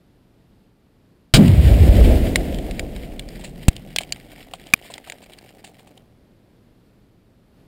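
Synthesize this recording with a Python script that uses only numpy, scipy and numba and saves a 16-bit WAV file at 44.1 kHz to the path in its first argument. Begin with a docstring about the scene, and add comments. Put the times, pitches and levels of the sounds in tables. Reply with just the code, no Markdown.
"""Soft air in a forest clearing is heard first, then an explosive target goes off near a small cased camera.
The shock, noise over a few big pressure swings, overloads the microphone. A noise band sinks in pitch as
the boom, and filtered noise is the roar rolled back by the woods. Then soil and stones rain down as random
grains and short noise bursts; a soft clod and a hard stone hit the camera's case."""
import sys
import numpy as np
from scipy import signal
from scipy.fft import rfft, irfft
from scipy.io import wavfile
from scipy.ndimage import uniform_filter1d
from numba import njit

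SR = 44100
rng = np.random.default_rng(int(sys.argv[2]) if len(sys.argv) > 2 else 0)


def dump_mix(stems):
    """Bounce the given channels to the path in sys.argv[1] as a 16-bit WAV at rate SR."""
    frames = np.atleast_2d(stems).T  # one column per channel
    limited = np.clip(frames, -1, 1)  # hard clip at full scale
    pcm = np.round(limited * 32767).astype(np.int16)
    wavfile.write(sys.argv[1], SR, pcm)


N = 338247
T = np.arange(N) / SR
SHOCK_S = 1.3385  # the shock reaches the camera
RETURN_S = 2.05  # the main echo comes back from the forest edge


def undb(db):
    """Turn decibels into a gain."""
    return 10 ** (np.asarray(db) / 20)


def unit(x):
    """Scale a sound to an average (rms) level of 1."""
    return x / np.sqrt(np.mean(x ** 2))


def even(x, seconds):
    """Level out a sound: rms 1 within a sliding window."""
    power = np.abs(uniform_filter1d(x ** 2, max(int(seconds * SR), 2)))
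    return x / np.sqrt(power + 1e-12)


def peak(x, size=128):
    """Scale a hit so that its loudest 3 ms have rms 1."""
    return x / np.sqrt(uniform_filter1d(x ** 2, size).max())


def noise():
    """White noise: all pitches equally strong."""
    return rng.standard_normal(N)


def walk(rate):
    """Slow random wander around 0, spread near 1, with `rate` new values per second."""
    return 1.2 * np.interp(T * rate, np.arange(2000), rng.standard_normal(2000))


def fade(t, t60):
    """Exponential decay: 60 dB quieter after t60 seconds."""
    return np.exp(-np.log(1000) * t / max(t60, 1e-3))


def add(out, s, x):
    """Mix x into out, starting at s seconds."""
    i = int(s * SR)
    out[i:i + len(x)] += x[:N - i]


def colour(x, points, size=8192):
    """Filter that follows (f/Hz, level/dB) points and falls away below the first."""
    hz, db = np.transpose(points)
    f = np.arange(size // 2 + 1) * SR / size + 1
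    gain_db = np.interp(np.log(f), np.log(hz), db) + 20 * np.minimum(np.log(f / hz[0]), 0)
    # folding the cepstrum makes the filter answer at once, with nothing before the sound
    cepstrum = irfft(np.log(undb(gain_db)))
    cepstrum[1:size // 2] *= 2
    cepstrum[size // 2 + 1:] = 0
    response = irfft(np.exp(rfft(cepstrum)))
    return signal.fftconvolve(x, response)[:len(x)]


@njit
def svf(x, hz, width):
    """Band-pass filter whose centre and width may move."""
    y, b, l = np.empty(len(x)), 0., 0.
    for i in range(len(x)):
        g, k = np.tan(np.pi * hz[i] / SR), width[i] / hz[i]
        v = (b + g * (x[i] + 1e-18 - l)) / (1 + g * (g + k))
        b, l, y[i] = 2 * v - b, l + 2 * g * v, k * v
    return y


def band(x, hz, width_hz):
    """One resonance, gain 1 at its centre."""
    return svf(x, hz * np.ones(len(x)), width_hz * np.ones(len(x)))


def double_band(x, hz, width_hz):
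    """The same resonance twice, for steeper sides."""
    return band(band(x, hz, width_hz), hz, width_hz)


@njit
def follow(x, attack, release):
    """Track the loudness: rise fast, fall slowly."""
    out, e = np.empty(len(x)), 0.
    for i in range(len(x)):
        e += (abs(x[i]) - e) * (attack if abs(x[i]) > e else release)
        out[i] = e
    return out


# filter curve for the still air: f/Hz, level/dB
AIR_FILTER = [(15, -39), (25, -1), (87, -5.5), (117, 0), (145, -5), (185, -2.5), (293, -6.5), (1070, -25),
              (4740, -33.5), (6050, -41.5), (12500, -40.5), (14800, -42.5), (16000, -58)]
AIR_DB, LATE_AIR_RISE_DB = -56.5, 1.4  # level before the shock; rise over the second after it


def clearing():
    """Soft low rush of air in the trees: filtered noise with a slowly wandering level."""
    air = unit(colour(noise(), AIR_FILTER)) * undb(0.88 * walk(6.7))
    return air * undb(AIR_DB + LATE_AIR_RISE_DB * np.clip(T - SHOCK_S, 0, 1))


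# ringing tones (modes) of the camera case: f/Hz, level/dB, t60/s
CASE_MODES = [(1616, -7.5, 0.06), (2396, 2.5, .02), (2922, -3.5, 0.028), (3150, -0.5, .035),
              (3425, -5.5, .035), (3947, -6, .035), (4820, -3.5, 0.03), (5300, -5.5, 0.024),
              (7170, -7.5, 0.035), (9000, -7, 0.038), (9516, -4.5, .02), (14800, -4, 0.015)]


def case(x, size=4096):
    """The case answers a push by ringing at its own modes, each dying away at its own speed."""
    t = T[:size]
    ring = sum(undb(db) * np.sin(2 * np.pi * hz * t) * fade(t, t60) for hz, db, t60 in CASE_MODES)
    return signal.fftconvolve(x, ring)[:len(x)]


# filter curve for the crash noise, with a deep dip near 11 kHz: f/Hz, level/dB
CRASH_FILTER = [(180, -37), (300, 0.5), (946, -17.5), (1080, -16), (2980, -10), (3240, -7.5), (4990, -12.5),
                (5800, -26.5), (6960, -15), (8940, -18.5), (10700, -39.5), (14700, -34), (16000, -41)]
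CRASH_LENGTH_S = .034  # after this the crash dies away fast


def shock(crash_db=-6, fall_db=13, ring_db=-4, swing_db=0, swing_hz=95, rise_hz_per_s=3500, push_db=-7):
    """The front arrives: a harsh crash shakes the case, over a few huge pressure swings."""
    t = T[:SR // 6]
    gate = fade(np.maximum(t - CRASH_LENGTH_S, 0), 0.057) * undb(crash_db - fall_db * t / CRASH_LENGTH_S)
    crash = unit(colour(noise(), CRASH_FILTER)) + undb(ring_db) * unit(case(noise()))
    crash = even(crash, 0.0022)[:len(t)]
    # the swings speed up as they go, then die away
    swing = -np.sin(2 * np.pi * (swing_hz * t + rise_hz_per_s * t ** 2 / 2))
    swing = swing * fade(np.maximum(t - .019, 0), 0.011) * np.minimum(.5 + t / 0.06, 1)
    # a slow heave of air lies under the swings
    push = -np.sin(2 * np.pi * 38 * t) * fade(t, 0.25)
    out = np.zeros(N)
    add(out, SHOCK_S, gate * crash + undb(swing_db) * swing + undb(push_db) * push)
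    return out


def swell(db, rise_db_per_s, fall_db_per_s):
    """Gain that builds until the echo's main return and dies away after it."""
    before, after = np.maximum(RETURN_S - T, 0), np.maximum(T - RETURN_S, 0)
    return undb(db - rise_db_per_s * before - fall_db_per_s * after)


# the boom holds its pitch for a moment, then sinks towards a deep rumble
BOOM_START_HZ, BOOM_END_HZ, SINK_FROM_S, SINK_TIME_S = 190, 30, 1.41, .075
# filter curve for the roar: f/Hz, level/dB
ROAR_FILTER = [(40, -13), (100, -6), (170, 1), (280, 0), (420, -6.5), (660, -7.5), (850, -22), (1150, -35),
               (2000, -44)]
# main part and long tail of boom and roar: level/dB at the main return, rise/(dB/s), fall/(dB/s)
BOOM_MAIN = (-7, 5, 68)
BOOM_LONG = (-19, 20, 15)
ROAR_MAIN = (-17.5, 19, 20)
ROAR_LONG = (-35.5, 20, 6.7)


def echo(boom_width=0.83, burst_db=-16, burst_s=1.395, burst_t60=.12):
    """The boom sinks in pitch while the trees scatter a roar; each has a swell and a long tail."""
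    sink = 1 + np.maximum(T - SINK_FROM_S, 0) / SINK_TIME_S
    hz = BOOM_END_HZ + (BOOM_START_HZ - BOOM_END_HZ) / sink
    boom = even(double_band(noise(), hz, boom_width * hz), 0.12)
    roar = even(colour(noise(), ROAR_FILTER), 0.04) * undb(1.2 * walk(25))
    # the nearest ground and bushes answer at once
    burst = undb(burst_db) * fade(np.maximum(T - burst_s, 0), burst_t60)
    boom_gain = np.hypot(swell(*BOOM_MAIN), swell(*BOOM_LONG))
    roar_gain = np.hypot(swell(*ROAR_MAIN) + burst, swell(*ROAR_LONG))
    return boom * boom_gain + roar * roar_gain


# thrown soil comes down in a steady shower, thins out and stops
SHOWER_START_S, SHOWER_FULL_S, SHOWER_THINS_S, SHOWER_END_S = 2.2, 2.9, 5.1, 5.95
SHOWER_STOP_DB_PER_S = 90


def shower(db, thin_db_per_s):
    """Gain of the falling soil: it sets in, holds and thins out."""
    onset = np.clip((T - SHOWER_START_S) / (SHOWER_FULL_S - SHOWER_START_S), 0, 1)
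    thinning_db = thin_db_per_s * np.maximum(T - SHOWER_THINS_S, 0)
    stopping_db = SHOWER_STOP_DB_PER_S * np.maximum(T - SHOWER_END_S, 0)
    return onset * undb(db - thinning_db - stopping_db)


def grains(per_s, spread_db):
    """Random clicks of very unequal size."""
    size_db = spread_db * np.minimum(rng.exponential(size=N), 4)
    return (rng.random(N) < per_s / SR) * noise() * undb(size_db)


# filter curve for the hiss and patter: strongest near 2 kHz, with narrow dips
# near 6.1, 10.8 and 13.4 kHz: f/Hz, level/dB
HISS_FILTER = [(800, -15), (1300, -6), (2000, 2.5), (3200, -1), (5100, -10.5), (6100, -26), (7000, -12.5),
               (9300, -9.5), (10800, -18.5), (12200, -7), (13400, -18.5), (15300, -16)]
# grit blown about by the blast: level/dB at the main return, rise/(dB/s), fall/(dB/s)
GRIT_BLOWN = (-33.5, 1, 21)
# filter curve for distant lumps landing: f/Hz, level/dB
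THUD_FILTER = [(120, -10.5), (300, 3.5), (500, 4), (760, 5), (980, -10.5), (1400, -17.5), (2500, -23)]
# basic rate of grains, which halves again and again after the return
GRAINS_PER_S, GRAINS_HALVE_S = 2400, 1.1


def fallout(hiss_db=-3, late_hiss_db=-8, patter_db=-5, ring_db=-8, smear_t60=0.012, tick_db=-5):
    """Grit hisses through the leaves, then thins into single ticks and the dull thuds of distant lumps."""
    blown, falling = swell(*GRIT_BLOWN), shower(db=-52.5, thin_db_per_s=15)
    hiss = unit(colour(noise(), HISS_FILTER)) * undb(0.93 * walk(28))
    # grains come down in clusters
    per_s = GRAINS_PER_S * .5 ** (np.maximum(T - RETURN_S, 0) / GRAINS_HALVE_S) * undb(7.3 * walk(22))
    clicks = grains(per_s=per_s, spread_db=3.4)
    # each one brushes the grass for a few milliseconds
    brush_power = signal.fftconvolve(clicks ** 2, fade(T[:SR // 20], smear_t60) ** 2)[:N]
    brush = noise() * np.sqrt(np.abs(brush_power))
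    landings = unit(brush) + undb(tick_db) * unit(clicks)
    patter = unit(colour(landings, HISS_FILTER)) + undb(ring_db) * unit(case(landings))
    patter = even(patter, .4)
    thuds = even(colour(grains(per_s=210, spread_db=0), THUD_FILTER), .25)
    hiss_gain = np.hypot(undb(hiss_db) * blown, undb(late_hiss_db) * falling)
    patter_gain = np.hypot(undb(patter_db) * blown, falling)
    return hiss * hiss_gain + patter * patter_gain + thuds * shower(db=-52.5, thin_db_per_s=5)


def shudder(db=-4, hz=192, t60=.3, peak_s=1.405, rise_s=.04):
    """The shock leaves a brief low hum whose pitch wavers at random."""
    gain = np.clip(1 + (T - peak_s) / rise_s, 0, 1) * fade(np.maximum(T - peak_s, 0), t60)
    wavering_hz = hz * (1 + .08 * walk(90))
    return undb(db) * gain * np.sin(2 * np.pi * np.cumsum(wavering_hz) / SR)


def knock(t, t60, hz=660, width_hz=400):
    """Dull answer of the ground to a landing: a short noise burst through a resonance."""
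    return peak(double_band(rng.standard_normal(len(t)) * fade(t, t60), hz, width_hz))


# filter curve for the contact noise, crumbs and scrapes, with a deep dip near 11 kHz: f/Hz, level/dB
CONTACT_FILTER = [(150, -14.5), (450, -12), (720, -10.5), (1200, -24), (1700, -3), (2400, 1), (4200, -2),
                  (6000, -16), (7400, -2.5), (9400, -5), (11000, -29), (13000, -24), (15000, -14)]
# falling stones and chips: t/s, level/dB before the common trim, ring f/Hz
CHIP_LANDINGS = [(1.4795, -22, 2600), (2.3574, -3, 1930), (2.5442, -27, 3160), (2.5857, -28, 2300),
                 (2.7102, -25.5, 2250), (2.7939, -15, 2150), (2.9623, -29, 2320), (3.1938, -21, 2720),
                 (3.2873, -31.5, 4400), (3.764, -26.5, 3100), (3.9609, -9.5, 3050), (3.9848, -7.5, 2680),
                 (4.0332, -27, 2430), (4.1223, -11.5, 4350), (4.1604, -34.5, 2270), (4.5358, -24, 2700),
                 (4.6687, -35, 3100), (4.9384, -25, 3100), (4.9795, -28, 2140), (5.0981, -22, 2330),
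                 (5.121, -25.5, 2270), (5.334, -35.5, 3060), (5.3858, -35.5, 4300), (5.49, -40, 2400),
                 (5.9755, -39.5, 3090)]
# the soft ground yields: its knock grows only by a share of each dB of the blow
KNOCK_DB, KNOCK_SHARE = -24, .5
# smaller chips ring higher and knock less than a chip of the usual size
USUAL_CHIP_HZ, KNOCK_DB_PER_OCTAVE = 2400, -13


def chips(trim_db=-6, ring_db=2, ring_width_hz=1300, case_db=-11, tail_db=-14, contact_t60=.008,
          rattle_t60=0.021, rise_s=.0009, edge_db=-7.5):
    """Stones and chips land close by: a hard contact, a short rattle and a ring of their own."""
    out, t = np.zeros(N), T[:SR // 10]
    below = signal.butter(3, 6000, "low", fs=SR, output="sos")
    above = signal.butter(3, 6000, "high", fs=SR, output="sos")
    force = fade(t, contact_t60) + undb(tail_db) * fade(t, rattle_t60)
    force = force * (1 - np.exp(-(t / rise_s) ** 2))
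    for s, db, hz in CHIP_LANDINGS:
        contact = rng.standard_normal(len(t)) * force
        crack = peak(colour(contact, CONTACT_FILTER)) + undb(case_db) * peak(case(contact))
        ring = peak(double_band(contact, hz, ring_width_hz))
        body = peak(peak(signal.sosfilt(below, crack)) + undb(ring_db) * ring)
        # the sharpest part of the contact gives a bright edge
        edge = undb(edge_db) * peak(signal.sosfilt(above, np.diff(crack, prepend=0)))
        ground_db = KNOCK_DB + KNOCK_SHARE * db + KNOCK_DB_PER_OCTAVE * np.log2(hz / USUAL_CHIP_HZ)
        ground = undb(ground_db) * knock(t, rattle_t60)
        add(out, s, undb(trim_db) * (undb(db) * (body + edge) + ground))
    return out


def far_echo(db=-41.5, hz=155, width_hz=110, centre_s=3.65, spread_s=.55):
    """Distant slopes hand back a soft, hollow swell of the boom: noise in a low band."""
    hollow = unit(double_band(noise(), hz, width_hz))
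    return hollow * undb(db) * np.exp(-((T - centre_s) / spread_s) ** 2)


# sprays of loose soil: t/s, level/dB before the common trim, knock level/dB against the rustle, t60/s
SOIL_SPRAYS = [(3.3916, -29, 0, 0.1), (3.437, -19, -7, 0.13), (4.0065, -19, 4, 0.073),
               (4.5358, -31, 15, 0.08), (4.8491, -31.5, 1, 0.087), (4.9003, -28, 6, 0.091),
               (5.0726, -32, 6, 0.08), (5.2227, -33.5, -2, 0.1), (5.6403, -23, -4, 0.14),
               (5.7942, -41, 0, 0.08), (5.8693, -36.5, 1, 0.07)]


def sprays(trim_db=-14, rise_s=.004, spread_db=4):
    """Lumps of soil burst into crumbs in the grass: uneven noise bursts, each with a dull knock."""
    out, t = np.zeros(N), T[:SR // 5]
    for s, db, knock_db, t60 in SOIL_SPRAYS:
        crumbs = rng.standard_normal(len(t)) * undb(spread_db * walk(490)[:len(t)])
        rustle = peak(colour(crumbs * fade(t, t60) * (1 - np.exp(-t / rise_s)), CONTACT_FILTER))
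        add(out, s, undb(db + trim_db) * (rustle + undb(knock_db) * knock(t, t60 / 2)))
    return out


# soft blow on the case: t/s, level/dB, f/Hz that sets the speed of the shove, t60/s
CLOD_BLOW = (3.683, 16.5, 137, 0.012)


def clod(scrape_db=-21, scrape_t60=0.019):
    """A soft clod shoves the case once; a slower swing back follows."""
    out, t = np.zeros(N), T[:SR // 10]
    s, db, hz, t60 = CLOD_BLOW
    shove = -2 * np.pi * hz * t * (1 - 2.67 * hz * t) * fade(t, t60)
    scrape = peak(colour(rng.standard_normal(len(t)) * fade(t, scrape_t60), CONTACT_FILTER))
    add(out, s, undb(db) * (shove + undb(scrape_db) * scrape))
    return out


# hard blow on the case: t/s, level/dB, ring f/Hz, t60/s
STONE_BLOW = (4.7368, 6, 2400, .008)


def stone(contact_s=.003, scrape_db=-17, thud_db=-14, thud_hz=190, knock_db=-11, knock_hz=1200, edge_db=-15):
    """A hard stone chatters on the case for a moment and stops dead: tones plus filtered noise."""
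    out, t = np.zeros(N), T[:SR // 10]
    s, db, hz, t60 = STONE_BLOW
    grit = rng.standard_normal(len(t))
    ring = -np.sin(2 * np.pi * hz * t) + undb(thud_db) * np.sin(2 * np.pi * thud_hz * t)
    # the sharp edge reaches the two highest modes of the case
    edge = sum(unit(band(grit, mode[0], 700)) for mode in CASE_MODES[-2:])
    scrape = undb(scrape_db) * unit(colour(grit, CONTACT_FILTER))
    dull_knock = undb(knock_db) * unit(band(grit, knock_hz, 700))
    rattle = scrape + undb(edge_db) * edge + dull_knock
    gain = fade(np.maximum(t - contact_s, 0), t60) * np.minimum(t / .0003, 1)
    add(out, s, undb(db) * (ring + rattle) * gain)
    return out


def scene():
    """Blast, echo and falling debris over the quiet clearing."""
    # echo and fallout fade in just after the shock
    arrival = np.clip((T - SHOCK_S - .012) / .03, 0, 1)
    rolling = arrival * (echo() + fallout() + far_echo())
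    debris = chips() + sprays() + clod() + stone()
    return (clearing() + shock() + shudder() + rolling + debris)[None]


def record(dry, threshold=0.73, attack_s=0.0023, release_s=0.035, ceiling=.92, top_hz=15700):
    """The limiter is too slow for the blows: their tops are cut flat, then the level ducks briefly."""
    envelope = follow(dry[0], 1 / (attack_s * SR), 1 / (release_s * SR))
    limited = dry / np.maximum(envelope / threshold, 1)
    held = np.clip(limited, -ceiling, ceiling)
    # a steep filter removes the highest treble
    return signal.sosfilt(signal.ellip(8, .2, 70, top_hz, fs=SR, output="sos"), held)


dry = scene()
out = record(dry)
dump_mix(out)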